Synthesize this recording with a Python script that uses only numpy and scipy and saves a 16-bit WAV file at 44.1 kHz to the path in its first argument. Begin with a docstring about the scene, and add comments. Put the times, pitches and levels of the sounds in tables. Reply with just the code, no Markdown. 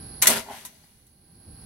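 """Starter bump on a crank bolt

A starter is bumped to crack a crank bolt loose with a breaker bar, in an open garage. It clacks in,
the bar slams against the suspension and rings, the gear teeth grind and make the engine block boom.
The freed bar groans as it swings, clacks once and dangles. Rumble, hiss and a distant hum lie beneath;
gain control ducks everything after the bang."""
import sys
import numpy as np
from scipy import signal
from scipy.fft import rfft, irfft
from scipy.io import wavfile
from scipy.ndimage import uniform_filter1d, minimum_filter1d

SR = 44100
rng = np.random.default_rng(int(sys.argv[2]) if len(sys.argv) > 2 else 0)


def materialize(psi):
    """Save the field psi as 16-bit PCM at rate SR to the path in sys.argv[1].

    A 1-D psi becomes a single channel; in a 2-D psi each row is a channel.
    """
    bounded = np.clip(np.atleast_2d(psi).T, -1, 1)
    quanta = np.round(bounded * 32767).astype(np.int16)
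    wavfile.write(sys.argv[1], SR, quanta)


N = 72765
T = np.arange(N) / SR
HZ = np.fft.rfftfreq(2 * N, 1 / SR)

# left-right coherence of the microphones: f/Hz, coherence
COHERENCE = [(150, 0.98), (500, 0.8), (1000, 0.49), (1800, 0.42), (3000, 0.23), (6000, 0), (16000, 0.014)]


def amp(db):
    """dB to gain."""
    return 10 ** (np.asarray(db) / 20)


def unit_rms(x):
    """Scale to rms 1."""
    return x / np.sqrt(np.mean(x ** 2) + 1e-20)


def at_hz(table, hz=HZ, column=1):
    """Table column interpolated over log frequency."""
    columns = np.transpose(table)
    return np.interp(np.log(hz + 1), np.log(columns[0] + 1), columns[column])


def envelope(table, column=1):
    """Gain over time from a dB column, silent outside its span."""
    columns = np.transpose(table)
    return amp(np.interp(T, columns[0], columns[column], left=-150, right=-150))


def low_cut(hz):
    """Gain of a 4th-order high-pass."""
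    return 1 / np.sqrt(1 + (hz / (HZ + 1)) ** 8)


def filtered(x, gain):
    """Apply a gain per frequency."""
    return irfft(rfft(x, 2 * N) * gain)[..., :N]


def convolve(x, response):
    """Apply an impulse response."""
    return filtered(x, rfft(response, 2 * N))


def stereo_noise():
    """White noise at two microphones, coherent in the bass."""
    left, other = rng.standard_normal((2, N))
    coherence = np.clip(at_hz(COHERENCE), -1, 1)
    right = filtered(left, coherence) + filtered(other, np.sqrt(1 - coherence ** 2))
    return np.array([left, right])


def wander(rate_hz):
    """Slow random drift, rms 1."""
    return unit_rms(filtered(rng.standard_normal(N), np.exp(-(HZ / rate_hz) ** 2)))


def ringing(modes):
    """Decaying modes at random phase; higher ones reach the two microphones out of step."""
    out, t = np.zeros((2, N)), T[:SR]
    for k, (hz, db, t60_s) in enumerate(modes):
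        lag_rad = (-1) ** k * np.arccos(np.clip(at_hz(COHERENCE, hz), -1, 1))
        phase = 2 * np.pi * (hz * t + rng.random()) + np.array([[0], [lag_rad]])
        out[:, :SR] += amp(db) * 1000 ** (-t / t60_s) * np.sin(phase)
    return out


def background():
    """Outdoor rumble that swells as the engine shudders, and hiss peaking in each microphone port."""
    # noise floor: f/Hz, left density/dB, right density/dB
    floor = [(20, -85.5, -77), (70, -65.5, -65.5), (160, -69.5, -68), (320, -78.5, -77), (520, -83, -86.5),
             (1100, -88, -92.5), (2600, -94.5, -97), (3660, -93.5, -104), (4320, -80.5, -106),
             (4500, -82, -107), (5380, -90, -109), (6350, -100, -111), (8100, -104, -110),
             (9240, -90.5, -90), (9580, -88, -84.5), (10140, -80, -69.5), (11140, -86.5, -79.5),
             (11290, -102, -89.5), (12200, -110, -105), (16000, -105, -105)]
    # rumble swell: t/s, gain/dB
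    swell = [(0, 1.5), (.1, 0.5), (.2, -2), (.26, 15.5), (.38, 17.5), (.47, 4.5), (.62, 3), (.95, 3.5),
             (1.1, 2.5), (1.3, 2.5), (1.43, -0.5), (1.49, 9), (1.57, -0.5), (1.66, 2.5)]
    density = amp([at_hz(floor, column=1), at_hz(floor, column=2)])
    air = filtered(stereo_noise(), density * np.sqrt(SR / 2))
    rumble = filtered(air, np.exp(-(HZ / 550) ** 2))
    swell_gain = amp(np.interp(T, *np.transpose(swell)))
    return air + rumble * (swell_gain - 1)


def distant_machine():
    """Faint hum of two slightly wavering tones."""
    # hum partials: f/Hz, level/dB
    partials = [(786, -63.5), (1572, -67)]
    hum = np.zeros(N)
    for hz, db in partials:
        wavering_hz = hz * (1 + 0.0096 * wander(rate_hz=36))
        hum += amp(db) * np.sqrt(2) * np.sin(2 * np.pi * np.cumsum(wavering_hz) / SR)
    return hum


def starter():
    """Gear teeth knock the block and rasp under load, then the drive coasts with a duller rattle."""
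    # engine block and subframe modes: f/Hz, level/dB, t60/s
    block_modes = [(228, 0.5, 0.18), (300, -3, 0.041), (411, -1.5, 0.094), (515, -5, 0.059),
                   (642.5, 1.5, .1), (736.4, -2.5, 0.044), (944, -3.5, 0.12), (1393, -4.5, .12),
                   (1700, -7.5, 0.043)]
    # starter load: t/s, boom level/dB, grind level/dB
    load = [(.218, -55.5, -37), (.228, -27, -5), (.262, -18.5, -19.5), (.282, -8, -7.5), (.303, -5.5, -7),
            (.32, -11.5, -7.5), (.338, -12, -8.5), (.352, -19.5, -14), (.37, -15, -10), (.40, -27, -17),
            (.435, -38.5, -32.5), (.475, -33.5, -60), (.515, -30.5, -29.5), (.57, -57, -27.5),
            (.62, -51.5, -32), (.68, -56, -38.5), (.8, -92.5, -79)]
    # gear grind: f/Hz, density/dB
    grind_spectrum = [(150, -6.5), (400, -9), (800, 1), (1200, -3), (2000, 1), (3000, 0.5), (5000, -2.5),
                      (7000, -6.5), (9000, -3.5), (10700, -1.5), (12500, -5.5), (16000, -19.5)]
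    # coasting rattle: t/s, level/dB
    coast = [(.46, -44.5), (.5, -27.5), (.53, -27.5), (.575, -33.5), (.62, -52), (.7, -47.5)]
    # coasting rattle: f/Hz, density/dB
    coast_spectrum = [(150, -52), (228, 19), (320, -3.5), (700, -14), (1000, 17), (1230, -5), (1550, 5.5),
                      (1800, 5), (2050, 4), (2350, 0), (3200, 3.5), (4200, -28), (7000, -28), (16000, -21)]
    tooth_hz, jitter, spread_db, decay_cycles = 159.8, 0.15, 2, 0.23
    highpass = low_cut(hz=215)

    teeth = np.cumsum(tooth_hz * (1 + jitter * wander(tooth_hz / 2))) / SR
    contact = np.diff(np.floor(teeth), prepend=0) > 0
    knocks = unit_rms(contact * amp(-spread_db * rng.standard_normal(N)))
    block = ringing(block_modes)
    block /= np.linalg.norm(block[0])
    boom = filtered(convolve(knocks * envelope(load, column=1), block), highpass)

    mesh = 1 + np.exp(-(teeth % 1) / decay_cycles)  # surge at each tooth
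    grind = filtered(stereo_noise(), amp(at_hz(grind_spectrum)) * highpass) * mesh
    rattle = filtered(stereo_noise(), amp(at_hz(coast_spectrum))) * mesh
    return boom + unit_rms(grind) * envelope(load, column=2) + unit_rms(rattle) * envelope(coast)


def bar_blows():
    """Steel on steel: each blow is a clank and a burst of clatter that sets the bar ringing."""
    # blows: t/s, level/dB, clatter t60/s, tilt/(dB/octave), clank f/Hz, clank level/dB re blow
    blows = [(.2185, -21, 0.057, 0.5, 1070, -13), (.2222, 7, 0.071, .5, 2410, -22.5),
             (.2335, 1.5, 0.036, -7.5, 1006, -10.5), (0.2564, -2.5, 0.067, -5.5, 1873, -10),
             (0.2704, 13, 0.064, 0.06, 1991, -11.5), (0.298, -0.5, 0.14, 1.5, 672, -4.5),
             (0.65, -17, 0.11, 1.2, 1004, -11), (.838, -43, 0.18, -3, 797, 0.5),
             (1.067, -37.5, 0.061, 4, 1962, -18), (1.262, -60, 0.094, -7.5, 2190, -6.5)]
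    # clatter of the struck parts: f/Hz, density/dB
    clatter_spectrum = [(100, -3), (400, -18.5), (900, -13), (1250, -7.5), (2000, -1), (2900, -8),
                        (3900, 0.5), (5200, -5), (6100, 2.5), (7000, -0.5), (8250, 4.5), (9050, 1),
                        (9600, 4.5), (10400, 5.5), (11600, 5), (12900, -0.5), (13500, -2.5), (16000, -7.5)]
    # bar and socket modes: f/Hz, level/dB, t60/s
    bar_modes = [(1005, -22, .6), (2040, -15, .45), (2107, -10, .25), (2865, -10, .35), (3510, -9, .15),
                 (3750, -3, .11), (4283, -6, .12), (4753, -29, .7), (5850, -3, .08), (6230, -4, .08),
                 (6626, -9, .18), (7578, -7, .13), (8155, 1, .11), (8340, 1, .17), (8426, -5, .14),
                 (9515, -8, .17), (9686, -6, .18), (10141, -3, .17), (10376, 2, .15), (11500, 1, .08),
                 (12952, -4, .16)]
    attack_s, clank_t60_s, ring_db = 0.00024, 0.088, -17

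    out, bar = np.zeros((2, N)), ringing(bar_modes)
    grid_hz = np.arange(0, SR / 2, 110)
    ripple_db = 2 * np.interp(HZ, grid_hz, rng.standard_normal(len(grid_hz)))
    body = amp(at_hz(clatter_spectrum) + ripple_db) * low_cut(hz=413)
    attack = 1 - np.exp(-T / attack_s)
    for start_s, db, t60_s, tilt_db_per_oct, clank_hz, clank_db in blows:
        tilt = amp(tilt_db_per_oct * np.log2(np.maximum(HZ, 1500) / 6000))
        clatter = unit_rms(filtered(stereo_noise(), body * tilt)) * 1000 ** (-T / t60_s)
        phase_shift = np.exp(2j * np.pi * rng.random())
        ring = amp(ring_db) * filtered(bar, unit_rms(tilt) * phase_shift)
        clank = ringing([(clank_hz, clank_db, clank_t60_s)])
        out += delayed(amp(db) * attack * (clatter + ring + clank), start_s)
    return out


def delayed(sound, start_s):
    """Stereo sound shifted to start at start_s."""
    return np.pad(sound, ((0, 0), (round(start_s * SR), 0)))[:, :N]


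def floor_bounce(x):
    """One dulled reflection off the concrete floor."""
    delay_s, gain_db, cutoff_hz = 0.0082, -7.5, 9000
    return amp(gain_db) * filtered(x, np.exp(-2j * np.pi * HZ * delay_s) / (1 + 1j * HZ / cutoff_hz))


def garage_reverb(x):
    """Diffuse tail, each band decaying at its own rate."""
    # room decay: f/Hz, t60/s
    decay_times = [(100, 1.47), (500, 1), (1000, 1.26), (4000, 2), (10000, 1.48), (16000, 3.45)]
    # tail spectrum: f/Hz, level/dB
    tail_spectrum = [(100, -9), (700, -18.5), (2000, -25), (5000, -24), (10000, -31), (16000, -26.5)]
    build_s = 0.012
    hz, t, bands = signal.stft(stereo_noise(), SR, nperseg=256)
    t60_s = at_hz(decay_times, hz)[:, None]
    decay = 1000 ** (-t / t60_s) * np.sqrt(2 * np.log(1000) / (t60_s * SR))  # unit energy
    band_gain = amp(at_hz(tail_spectrum, hz))[:, None]
    tail = signal.istft(bands * decay * band_gain, SR, nperseg=256)[1][:, :N]
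    return convolve(x, tail * np.minimum(T / build_s, 1))


def bar_swing():
    """Throbbing, half-pitched groan that falls as the whipped bar slows."""
    # groan: t/s, level/dB, centre f/Hz
    groan = [(0.441, -61, 930), (0.464, -30, 917), (0.479, -34, 876), (0.49, -21, 886), (0.51, -21, 813),
             (0.537, -31, 809), (0.573, -37.5, 712), (.62, -59, 662)]
    half_width_hz, tone_gain, throb_hz, throb_depth = 210, 1.2, 87, 0.5
    times_s, _, centre_hz = np.transpose(groan)
    carrier = np.exp(2j * np.pi * np.cumsum(np.interp(T, times_s, centre_hz)) / SR)
    band = np.exp(-(HZ / half_width_hz) ** 4)
    fuzz = unit_rms(filtered(stereo_noise(), band)) + 1j * unit_rms(filtered(stereo_noise(), band))
    throb = 1 + throb_depth * np.cos(2 * np.pi * throb_hz * (T - 0.5))
    return unit_rms((carrier * (fuzz + tone_gain)).real * throb) * envelope(groan)


def bar_clinks():
    """The dangling bar clinks lightly, one mode per touch."""
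    # clinks: t/s, f/Hz, level/dB, t60/s
    clinks = [(.751, 4840, -42, .12), (0.833, 4780, -44, 0.21)]
    return sum(delayed(ringing([mode]), start_s) for start_s, *mode in clinks)


def microphone_ports(x):
    """Two unlike ports lean each frequency left or right at constant power."""
    # port imbalance: f/Hz, left minus right/dB
    imbalance = [(200, -.5), (700, 1), (1200, 1.5), (2200, 2.5), (3200, 4), (3900, 10), (5500, 15),
                 (8200, 9.5), (9500, -1), (10500, -6), (13000, -13.5), (16000, 11.5)]
    ratio = amp(at_hz(imbalance))
    gains = np.array([ratio, np.ones_like(ratio)]) * np.sqrt(2 / (1 + ratio ** 2))
    return filtered(x, gains)


def scene():
    """Bar and starter in the garage, over the background."""
    steel = bar_blows() + bar_clinks()
    car = amp(db=2) * (steel + floor_bounce(steel) + starter() + bar_swing())
    return microphone_ports(car + garage_reverb(car)) + background() + distant_machine()


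def record(dry):
    """Gain control drops at once, holds and recovers slowly; soft overload; band limit."""
    threshold_db, max_duck_db, hold_s, recovery_db_per_s = -16.5, 18.5, 0.87, 30.5
    cutoff_hz = 15900
    power_db = 10 * np.log10(abs(uniform_filter1d((dry ** 2).mean(0), size=200)) + 1e-12)
    over_db = np.clip(power_db - threshold_db, 0, max_duck_db)
    half_hold = int(hold_s * SR / 2)
    # maximum over the past hold_s
    held_db = -minimum_filter1d(-over_db, 2 * half_hold + 1, origin=half_hold, mode="constant")
    ramp_db = recovery_db_per_s * T
    duck_db = np.maximum.accumulate(held_db + ramp_db) - ramp_db
    ducked = dry / amp(uniform_filter1d(duck_db, size=100))
    lowpass = signal.firwin(511, cutoff_hz, window=("kaiser", 9), fs=SR)
    return signal.oaconvolve(np.tanh(ducked), lowpass[None], "same")


dry = scene()
out = record(dry)
materialize(out)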